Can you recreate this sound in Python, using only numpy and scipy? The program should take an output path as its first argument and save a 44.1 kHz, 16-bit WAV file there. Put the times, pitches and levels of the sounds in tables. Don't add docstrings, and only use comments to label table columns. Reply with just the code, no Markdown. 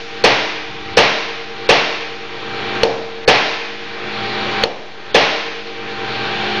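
import sys
import numpy as np
from scipy import signal
from scipy.io import wavfile
from scipy.ndimage import uniform_filter1d

SR = 44100
rng = np.random.default_rng(int(sys.argv[2]) if len(sys.argv) > 2 else 0)


def convert_level_to_amplitude(level_db):
    exponent = np.asarray(level_db, float) / 20
    return 10 ** exponent


def wav_out(sig):
    wavfile.write(sys.argv[1], SR, np.round(np.clip(np.atleast_2d(sig).T, -1, 1) * 32767).astype(np.int16))


N = 291060


def at_hz(points, hz):
    table_hz, table_db = np.array(points)[:, 0], np.array(points)[:, 1]
    return np.interp(np.log(hz), np.log(table_hz), table_db)


def rms_one(x):
    return x / np.sqrt(np.mean(x ** 2) + 1e-20)


def noise():
    return rng.standard_normal(N)


def filtered(x, order, hz, kind="low"):
    return signal.sosfilt(signal.butter(order, hz, kind, fs=SR, output="sos"), x)


def drift(rate_hz):
    pole = np.exp(-80 * np.pi * rate_hz / SR)
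    steps = rng.standard_normal(N // 40 + 2002)
    slow = signal.lfilter([1], [1, -2 * pole, pole * pole], steps)[2000:]
    return np.interp(np.arange(N) / 40, np.arange(len(slow)), rms_one(slow))


def bands(length):
    white = rng.standard_normal((2, length))
    edges = 22 * 2 ** np.arange(0, 9.1, 1 / 3)
    for k, (low, high) in enumerate(zip(edges, edges[1:])):
        yield np.sqrt(low * high), filtered(white[k % 2], 2, [low, high], "band")


def modes(table, t, spread_db):
    out = np.zeros(len(t))
    for (hz, level_db, t60), luck in zip(table, rng.standard_normal(len(table))):
        alive = t[:int(1.5 * t60 * SR)]
        envelope = convert_level_to_amplitude(level_db + spread_db * luck - 60 * alive / t60)
        out[:len(alive)] += envelope * np.sin(2 * np.pi * hz * alive)
    return out


# (time [s], strength [dB], bench thud [dB], crack pitch [Hz], crack [dB])
BLOWS = [
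    (0.2385, 13.5, -4.1, 4330, 0),
    (.9690, 13.5, -2.5, 5390, -6.5),
    (1.689, 13, -3.1, 3440, -7),
    (3.2765, 14, -0.5, 4430, -0.5),
    (5.1440, 13.5, -3, 3470, -2),
]
# (frequency [Hz], level [dB], t60 [s])
BENCH_MODES = [(298, -18, 0.14), (352, -26, 0.05), (436, -5, 0.2), (466, -16, .14), (495, -7, 0.11),
               (548, -7, 0.06), (692, -13, 0.1), (809, -11, 0.13), (882, -16, .12)]
# (frequency [Hz], level [dB], t60 [s])
SHAFT_MODES = [(310, -32.5, 3.8), (455.8, -25, 3.14), (465, -26, 3.27)]
# (frequency [Hz], level [dB], t60 [s])
STEEL_MODES = [(1010, -26, .15), (1174, -22, 0.15), (1347, -20, 0.2), (1670, -35, 0.14), (1755, -19, 0.12),
               (2064, -24, 0.13), (2280, -21, 0.18), (2420, -24, 0.15), (2838, -18, 0.22), (2935, -23, 0.2),
               (3172, -23, 0.2), (3500, -23, .08), (4400, -17, 0.04), (5280, -22, 0.03)]


def blows():
    feed, t = np.zeros(N), np.arange(N) / SR
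    near = convert_level_to_amplitude(12) * modes(SHAFT_MODES, t + .5, spread_db=6.0)
    for s, strength_db, thud_db, crack_hz, crack_db in BLOWS:
        i = round(s * SR)
        u = t[:N - i]
        crack = convert_level_to_amplitude(-5 + crack_db) * np.sin(2 * np.pi * crack_hz * u)
        crack *= (1 - np.exp(-u / .001)) * np.exp(-u / .004)
        shaken = filtered(noise()[:N - i], 2, 5000)
        rattle = convert_level_to_amplitude(-3) * shaken * (1 - np.exp(-u / .0035)) * np.exp(-u / 0.019)
        steel = modes(STEEL_MODES, u, spread_db=0.5) * (1 - np.exp(-u / 0.0016))
        thud = convert_level_to_amplitude(thud_db) * modes(BENCH_MODES, u - .005, spread_db=1.5) * (1 - np.exp(-(u / .004) ** 2))
        shaft = modes(SHAFT_MODES, u, spread_db=1.0)
        near[i:] += convert_level_to_amplitude(strength_db) * (crack + rattle + steel + thud + shaft)
        click = convert_level_to_amplitude(14) * np.exp(-((u - .0006) / .00005) ** 2)
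        spread = click + 0.15 * crack + convert_level_to_amplitude(-7) * rattle + convert_level_to_amplitude(-19) * steel + convert_level_to_amplitude(-26.5) * thud
        feed[i:] += convert_level_to_amplitude(strength_db) * spread
    return near, feed


# (time [s], strength [dB], crack pitch [Hz], chisel ring [dB], thud [dB])
TAPS = [
    (2.8325, 3, 2840, -4, -7),
    (4.6364, 2.6, 3280, -5, -10),
    (5.6704, -19, 4300, 1, -28),
]
# (frequency [Hz], level [dB], t60 [s])
TAP_THUD_MODES = [(434, -25, 0.08), (460, -7.5, 0.064), (515, 1, 0.049), (600, -10, 0.027), (725, -26, .08),
                  (883, -6.5, 0.13)]
# (frequency [Hz], level [dB], t60 [s])
TAP_RING_MODES = [(4060, 3, 0.015), (4360, 5.5, 0.023), (5400, -10.5, 0.017), (6500, -13, 0.022),
                  (2180, -4, .014), (1500, -5, .012)]


def taps():
    near, feed, t = np.zeros(N), np.zeros(N), np.arange(N) / SR
    for s, strength_db, crack_hz, ring_db, thud_db in TAPS:
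        i = round(s * SR)
        u = t[:N - i]
        turn = 2 * np.pi * crack_hz * u
        crack = 1.1 * (np.sin(turn) + 0.33 * np.cos(2 * turn)) * np.exp(-((u - .001) / 0.00049) ** 2)
        ring = convert_level_to_amplitude(ring_db) * modes(TAP_RING_MODES, u, spread_db=1.0) * (1 - np.exp(-(u / .002) ** 2))
        thud = convert_level_to_amplitude(thud_db) * modes(TAP_THUD_MODES, u - .0045, spread_db=.3)
        thud *= 1 - np.exp(-(u / .0022) ** 2)
        snap = convert_level_to_amplitude(-2.5) * np.sin(2 * np.pi * 1680 * u) * np.exp(-((u - .0015) / 0.0004) ** 2)
        push = -convert_level_to_amplitude(thud_db - 7.5) * np.exp(-((u - .002) / 0.0025) ** 2)
        shaft = convert_level_to_amplitude(-3) * modes(SHAFT_MODES, u, spread_db=7)
        near[i:] += convert_level_to_amplitude(strength_db) * (crack + snap + ring + thud + push + shaft)
        click = np.exp(-((u - .001) / 0.00039) ** 2) - 0.28 * np.exp(-((u - .0015) / .001) ** 2)
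        tick = convert_level_to_amplitude(10) * np.exp(-((u - .001) / .00003) ** 2)
        spread = convert_level_to_amplitude(-22) * (crack + convert_level_to_amplitude(-12) * ring) + convert_level_to_amplitude(1.5) * click + tick
        spread += convert_level_to_amplitude(-20) * thud * np.exp(-u / 0.017)
        feed[i:] += convert_level_to_amplitude(strength_db) * spread
    return near, feed


EARLIER_BLOW_S = -0.44
# (frequency [Hz], t60 [s])
HALL_T60 = [(100, 0.52), (400, 0.82), (1000, 1.165), (2500, 1.39), (5000, 1.285), (8000, 1.5)]
# (frequency [Hz], level [dB])
HALL_COLOUR = [(60, -28), (130, -2.5), (260, -5), (450, 0), (800, 0.5), (1300, -5.5), (2400, -1.5),
               (3300, -4.5), (4500, -5.5), (6000, -14), (9000, -23.5)]


def hall(feed):
    t = np.arange(2 * SR) / SR
    echoes = np.zeros(len(t))
    for hz, band in bands(len(t)):
        decay = convert_level_to_amplitude(at_hz(HALL_COLOUR, hz) - 60 * t / at_hz(HALL_T60, hz))
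        echoes += band * decay * (1 - np.exp(-t * hz / 4.3))
    out = signal.fftconvolve(feed, echoes * (1 - np.exp(-t / 0.003)))[:N]
    late = echoes[round(-EARLIER_BLOW_S * SR):]
    out[:len(late)] += convert_level_to_amplitude(36) * late
    return convert_level_to_amplitude(-23) * out


# (frequency [Hz], rms level [dB])
HUM = [(118.4, -40), (209.9, -36), (360.7, -34), (419.9, -36.5), (786.0, -30.5), (1077, -60), (1572, -38),
       (1852, -43), (2331, -37), (2363, -45.5), (2449, -43.5), (2536, -49)]
# (frequency [Hz], level [dB per Hz])
HISS = [(25, -11), (60, -14.5), (120, -7), (200, -8.5), (350, -2.5), (500, -5), (800, -4.5), (1500, -3),
        (2500, -5), (3900, -6.5), (5000, -24.5), (6500, -25.5), (8000, -48), (11000, -48)]


def machines():
    t, together = np.arange(N) / SR, drift(0.61)
    hiss, tones = np.zeros(N), np.zeros(N)
    for hz, band in bands(N):
        hiss += band * convert_level_to_amplitude(at_hz(HISS, hz) + 0.49 * together + 1.23 * drift(4.9))
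    for hz, level_db in HUM:
        level = convert_level_to_amplitude(level_db + 6.5 + 1.6 * drift(3))
        tones += level * np.sin(2 * np.pi * hz * t + .7 * drift(1.5) + 6 * rng.random())
    return convert_level_to_amplitude(-19.5) * rms_one(hiss) + tones


def rumble():
    start_s, rise_s, hold_s, fade_s = 0.53, 0.12, .35, .12
    low = filtered(noise(), 2, [70, 170], "band")
    u = np.arange(N) / SR - start_s
    fade = np.exp(-np.maximum(u - rise_s - hold_s, 0) / fade_s)
    return convert_level_to_amplitude(-29) * rms_one(low) * np.clip(u / rise_s, 0, 1) ** 2 * fade


def scene():
    hard, hard_feed = blows()
    light, light_feed = taps()
    echo = hall(hard_feed + light_feed)
    return (hard + light + echo + machines() + rumble())[None]


# (sudden share of the dive [0-1], dive [s], hold [s], depth against a blow's [ratio])
TAP_DIVES = [
    (0.49, 0.17, 0.26, 1.02),
    (0.603, 0.036, 0.25, 1.18),
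]


def gain_control():
    floor_db, full_db, sudden_s, recover_s = -15.5, 0.22, 0.01, 0.22
    t, depth = np.arange(N) / SR, np.ones(N)
    blow_times = [EARLIER_BLOW_S] + [blow[0] for blow in BLOWS]
    dives = [(s, 0, 0.07, 0.44, 1) for s in blow_times]
    dives += [(tap[0], *dive) for tap, dive in zip(TAPS, TAP_DIVES)]
    for s, sudden, dive_s, hold_s, deepest in sorted(dives):
        i = max(round(s * SR), 0)
        u = t[i:] - s
        left = sudden * np.exp(-u / sudden_s) + (1 - sudden) * np.exp(-u / dive_s)
        easing = np.maximum(u - hold_s, 0) / recover_s
        depth[i:] = (deepest - (deepest - depth[i]) * left) * (1 + easing) * np.exp(-easing)
    return convert_level_to_amplitude(full_db + (floor_db - full_db) * depth)


def overload(x, knee):
    return x / (1 + np.abs(x) ** knee) ** (1 / knee)


# (start [s], end [s], kept below [Hz])
DULL_MOMENTS = [
    (.229, .238, 4500),
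    (.945, .964, 5000),
    (1.674, 1.682, 4000),
    (3.254, 3.27, 2200),
    (5.118, 5.136, 5000),
]


def dull_before_attacks(x):
    out = x.copy()
    for start, end, keep_hz in DULL_MOMENTS:
        near = np.arange(round((start - .02) * SR), round((end + .02) * SR))
        dull = signal.sosfiltfilt(signal.butter(6, keep_hz, fs=SR, output="sos"), x[:, near])
        share = np.interp(near / SR, [start - .003, start, end, end + .003], [0, 1, 1, 0])
        out[:, near] += share * (dull - x[:, near])
    return out


# (low edge, high edge) [Hz]
SELF_NOISE_HZ = [4300, 7500]


def roll_off(x):
    return signal.sosfilt(signal.butter(12, 15800, fs=SR, output="sos"), x)


def record(dry):
    knee, treble_cut_hz = 8.0, 7750
    loud = dry * gain_control() - 0.023
    loud = loud + convert_level_to_amplitude(-56) * rms_one(filtered(noise(), 2, SELF_NOISE_HZ, "band"))
    cut = overload(loud, knee)
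    full = signal.sosfilt(signal.cheby2(8, 60, treble_cut_hz * 1.154, fs=SR, output="sos"), cut)
    swell = 1 + 16.7 * uniform_filter1d(cut ** 2, size=600)
    full += swell * convert_level_to_amplitude(-24 + 2 * drift(16)) * filtered(cut, 4, [7300, 9000], "band")
    full = overload(dull_before_attacks(full), 2 * knee)
    full = signal.sosfilt(signal.cheby2(12, 70, 15800, fs=SR, output="sos"), full)
    return roll_off(full)


dry = scene()
out = record(dry)
wav_out(out)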